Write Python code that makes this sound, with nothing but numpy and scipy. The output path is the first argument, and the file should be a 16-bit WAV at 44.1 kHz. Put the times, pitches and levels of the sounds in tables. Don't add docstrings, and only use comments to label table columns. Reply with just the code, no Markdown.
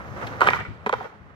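import sys
import numpy as np
from scipy import signal
from scipy.fft import rfft, irfft, next_fast_len
from scipy.io import wavfile
from scipy.ndimage import uniform_filter1d, minimum_filter1d, map_coordinates

SR = 44100
rng = np.random.default_rng(int(sys.argv[2]) if len(sys.argv) > 2 else 0)


def inscribe(sig):
    pcm = np.round(np.clip(np.atleast_2d(sig).T, -1, 1) * 32767)
    wavfile.write(sys.argv[1], SR, pcm.astype(np.int16))


def rack_gain(trim_db):
    fader = np.asarray(trim_db, float)
    return 10 ** (fader / 20)


N = 59535


def unit(x):
    return x / np.sqrt(np.mean(x ** 2) + 1e-20)


def along(points, hz):
    f, v = np.transpose(points)
    return np.interp(np.log(hz + 1), np.log(f + 1), v)


def curve(rows):
    s, v = np.transpose(rows)
    return np.interp(np.arange(N) / SR, s, v)


def wobble(rate):
    return map_coordinates(rng.standard_normal(400), [np.arange(N) * rate / SR])


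def filtered(x, response):
    n = x.shape[-1]
    m = 2 * next_fast_len(n // 2 + 4096)
    return irfft(rfft(x, m) * response(np.fft.rfftfreq(m, 1 / SR)), m)[..., :n]


def causal(points):
    def response(hz):
        cepstrum = irfft(np.log(rack_gain(along(points, hz))))
        half = len(cepstrum) // 2
        fold = np.r_[1, 2 * np.ones(half - 1), np.zeros(half)]
        return np.exp(rfft(cepstrum * fold))
    return response


def peak(f, centre, width):
    return 1j * f * width / (centre * centre - f * f + 1j * f * width)


def resonances(f, rows):
    total = 0
    for k, (centre, width, db) in enumerate(rows):
        total = total + (-1) ** k * rack_gain(db) * peak(f, centre, width)
    return total


def softness(f):
    return 1 / (1 + 1j * f / 3000)


def rush(spectrum, alike, mono_hz=0):
    mid, side = rng.standard_normal((2, N))
    angle = np.arccos(np.clip(alike, 0, 1)) / 2
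    side = filtered(side, lambda hz: (hz + 1) ** 2 / ((hz + 1) ** 2 + mono_hz ** 2))
    mid, side = np.cos(angle) * mid, np.sin(angle) * side
    pair = np.array([mid + side, mid - side])
    return unit(filtered(pair, lambda hz: rack_gain(along(spectrum, hz))))


# start in seconds, peak in dB, struck deck
# region in Hz, crack brightness in dB, chatter in seconds.
LEDGE_BLOWS = [(.268, -32, 1500, 21, 0.023), (0.4065, -10, 1300, 14, 0.0043), (.416, -17, 400, -32, 0.041),
               (.471, -22, 452, -32, 0.015), (.476, -14.5, 1000, -17, 0.007), (.4140, -2, 1155, 1, .02),
               (0.429, -12, 1020, 0.5, 0.025), (0.44, -16.5, 1260, 8, 0.019),
               (0.455, -30.5, 1450, 16.5, 0.036), (0.464, -14, 1800, 1, 0.021), (0.4706, -5, 1185, 6, .02),
               (.481, -22, 1430, 24, 0.004), (.486, -3, 1950, -15, 0.0095), (.503, -28, 1200, 28, 0.0057),
               (0.506, -14, 1080, -28, 0.002), (.520, -27, 2020, -17, 0.013),
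               (0.5315, -11, 1306, -35, .014), (0.5326, -10, 2150, -33, 0.0067),
               (0.544, -17, 1950, -20, .012), (0.557, -19.5, 1220, 2, 0.034), (0.6, -34, 1810, 17.5, 0.012),
               (0.65, -35, 1390, -42, .01)]
LANDING_BLOWS = [(0.8609, -20, 1200, 10, 0.027), (.862, -12, 210, -28, 0.011),
                 (0.867, -16.5, 414, -25, 0.018), (.8932, -11.5, 1077, 10, 0.0033),
                 (.896, -19, 583, -24, 0.019), (0.9258, -18, 1270, 10.5, 0.011),
                 (0.9263, -10.5, 496, -36, 0.013), (.936, -10.5, 980, 1.5, 0.01),
                 (0.983, -33, 1210, -12, 0.012), (1.001, -29.5, 1400, -20, 0.019),
                 (1.006, -24.5, 780, -33, .018), (1.0435, -32, 583, -46, 0.004)]
# centre in Hz, width in Hz, level in dB.
DECK_MODES = [(210, 184, -9.5), (376, 315, -2), (528, 215, 0), (780, 115, 0), (980, 100, 4.5),
              (1200, 218, 3.5), (1400, 352, 3.5), (1950, 147, 3), (2310, 230, 0), (3740, 1800, -5.5)]
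# frequency in Hz, level in dB.
CRACK_COLOUR = [(300, -13), (1500, 4.5), (3000, 1), (6000, -17), (9000, -32.5), (12000, -35), (16000, -36)]


def board_blows():
    chatter_per_s, chatter_db = 1100, -1.5
    struck_q, off_region_db = 5.86, -15
    out = np.zeros((2, N + SR))
    t = np.arange(4096) / SR
    for start_s, db, region_hz, bright_db, chatter_s in LEDGE_BLOWS + LANDING_BLOWS:
        chance, size = rng.random(len(t)), rng.standard_normal(len(t))
        grit = rng.standard_normal((3, len(t)))
        fade = rack_gain(-30 * (t / chatter_s) ** 1.4)
        blows = rack_gain(chatter_db) * (chance < chatter_per_s / SR) * np.tanh(size) * fade
        blows[0] = -1

        def struck_deck(f):
            region = peak(f, region_hz, region_hz / struck_q)
            elsewhere = rack_gain(off_region_db) * peak(f, 890, 2000)
            return resonances(f, DECK_MODES) * (region + elsewhere) * softness(f) ** 4

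        ring = filtered(blows, struck_deck)
        attack = 1 - np.exp(-t / 0.00021)
        stereo_grit = grit[0] + 0.36 * grit[1:]
        crack = filtered(0.22 * fade * attack * stereo_grit, causal(CRACK_COLOUR))
        hit = rack_gain(db - 1.5) * (ring / abs(ring).max() + rack_gain(bright_db) * crack)
        out[:, round(start_s * SR):][:, :len(t)] += hit
    return out[:, :N]


def ground_scatter(hits):
    u = np.arange(SR // 10) / SR
    near = rng.standard_normal((2, len(u))) * rack_gain(-60 * u / .022)
    near = near * (rng.random((2, len(u))) < .05)
    near = near / np.linalg.norm(near, axis=1)[:, None]
    return rack_gain(-7) * signal.fftconvolve(hits, near, axes=1)[:, :N]


# frequency in Hz, time to fall 60 dB in seconds.
YARD_DECAY = [(200, 0.3), (1200, 0.18), (4000, 0.7), (12000, 0.58)]


def yard(x):
    wall_s, wall_smear_s, wall_hz = .117, .025, 3500
    yard_db, wall_db = -8, -21
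    hz, t, z = signal.stft(rng.standard_normal((2, SR // 2)), SR, nperseg=256)
    decay = rack_gain(-60 * t / along(YARD_DECAY, hz)[:, None])
    tail = signal.istft(z * decay, SR, nperseg=256)[1]
    u = np.arange(tail.shape[1]) / SR - wall_s
    slap = rng.standard_normal(tail.shape) * (u > 0) * rack_gain(-60 * abs(u) / wall_smear_s / 3)
    slap = filtered(slap, lambda f: 1 / (1 + 1j * f / wall_hz))
    answer = rack_gain(yard_db) * tail / np.linalg.norm(tail[0]) + rack_gain(wall_db) * slap / np.linalg.norm(slap[0])
    return signal.fftconvolve(x[None], answer, axes=1)[:, :N]


# time in seconds, level in dB.
SCRAPE_LEVEL = [(0, -40), (.12, -44), (.17, -37.5), (.245, -31.5), (.262, -38), (.40, -38), (.46, -28),
                (.57, -41.5), (.62, -48.5), (.66, -48), (.72, -50.5), (.85, -50.5), (.96, -86),
                (1.03, -37.5), (1.09, -50.5), (1.14, -54), (1.35, -54)]
# frequency in Hz, level in dB per Hz.
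GRIT_COLOUR = [(120, -26.5), (200, -9.5), (305, -8), (529, -3), (590, -6), (1270, -8.5), (2380, -21.5),
               (14900, -65), (16000, -56)]
# centre in Hz, width in Hz, level in dB.
ROLLING_MODES = [(520, 250, -2), (705, 106, 1.5), (1260, 380, 3), (1950, 570, 1)]


def scrape():
    grains_per_s, knocks_db = 900, -6.5
    level_db = curve(SCRAPE_LEVEL)
    grains = (rng.random(N) < grains_per_s / SR) * rng.standard_normal(N)
    knocks = filtered(grains, lambda f: resonances(f, ROLLING_MODES) * softness(f) ** 2)
    noise = rush(GRIT_COLOUR, 0.13, mono_hz=500)
    fizz = filtered(noise, lambda hz: hz ** 2 / (hz ** 2 + 3000 ** 2))
    swing_db = level_db - level_db.mean()
    tilted = noise - fizz + rack_gain(-0.04 * swing_db) * fizz
    flutter_db = 1.2 * wobble(60)
    return rack_gain(level_db + flutter_db) * (tilted + rack_gain(knocks_db) * unit(knocks))


# time in seconds, level in dB.
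HISS_LEVEL = [(0, -69), (.25, -60.5), (.4, -64.5), (.56, -51), (.62, -79), (.7, -99), (.85, -84),
              (.97, -66), (1.06, -68), (1.14, -85), (1.35, -88)]
# frequency in Hz, level in dB per Hz.
HISS_COLOUR = [(1500, -18), (3000, 4), (6000, 6.5), (9000, -19), (13000, -8), (16000, -16)]


def hiss():
    return rack_gain(curve(HISS_LEVEL)) * rush(HISS_COLOUR, 0.48)


# time in seconds, level in dB.
GUST_LEVEL = [(0.0, -45), (0.112, -43), (0.218, -50.5), (0.248, -39.5), (0.394, -46.5), (0.488, -40),
              (0.522, -40), (0.626, -41), (0.654, -57), (0.688, -38), (0.762, -51), (0.936, -55.5),
              (0.962, -43), (1.006, -51), (1.026, -48), (1.094, -64), (1.206, -52.5), (1.35, -55)]
# frequency in Hz, level in dB per Hz.
WIND_COLOUR = [(25, -50), (45, -16), (65, -3.5), (110, 1), (160, -5.5), (250, -13), (400, -20.5),
               (800, -89)]


def wind():
    shared = 0.83 * wobble(25.2)
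    apart = 0.68 * np.array([wobble(14), wobble(14.3)])
    lumps = rack_gain(shared + apart)
    return rack_gain(curve(GUST_LEVEL) + 3.93) * unit(lumps * rush(WIND_COLOUR, .4))


# frequency in Hz, level in dB per Hz.
TOWN_COLOUR = [(120, -29), (200, -0.5), (283, -32), (448, -12), (538, -18), (1560, -22.5), (1810, -18.5),
               (16000, -85)]


def town():
    return rack_gain(-56) * rush(TOWN_COLOUR, 0.13, mono_hz=500)


def scene():
    hits = board_blows()
    hits = hits + ground_scatter(hits)
    return hits + yard(hits.mean(0)) + scrape() + wind() + town() + hiss()


def low_pass(x):
    return signal.sosfilt(signal.butter(12, 16420, fs=SR, output="sos"), x)


# frequency in Hz, level in dB.
RIGHT_PORT = [(60, -7), (200, -3), (700, .5), (1290, 6.5), (2380, 3), (4400, -6), (8120, -17), (15000, -20)]


def record(dry):
    top_hz, right_late_s = 15700, .00018
    ceiling, limit_samples = .93, 133
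    port = causal([(hz, db / 2) for hz, db in RIGHT_PORT])

    def ports(hz):
        late = np.exp(-2j * np.pi * hz * right_late_s)
        colour = port(hz)
        return (hz < top_hz) * np.array([1 / colour, colour * late])

    pair = filtered(dry, ports)
    need = np.minimum(1, ceiling / (abs(pair).max(0) + 1e-9))
    held = minimum_filter1d(need, size=2 * limit_samples)
    gain = uniform_filter1d(held, size=limit_samples)
    return low_pass(pair * gain)


dry = scene()
out = record(dry)
inscribe(out)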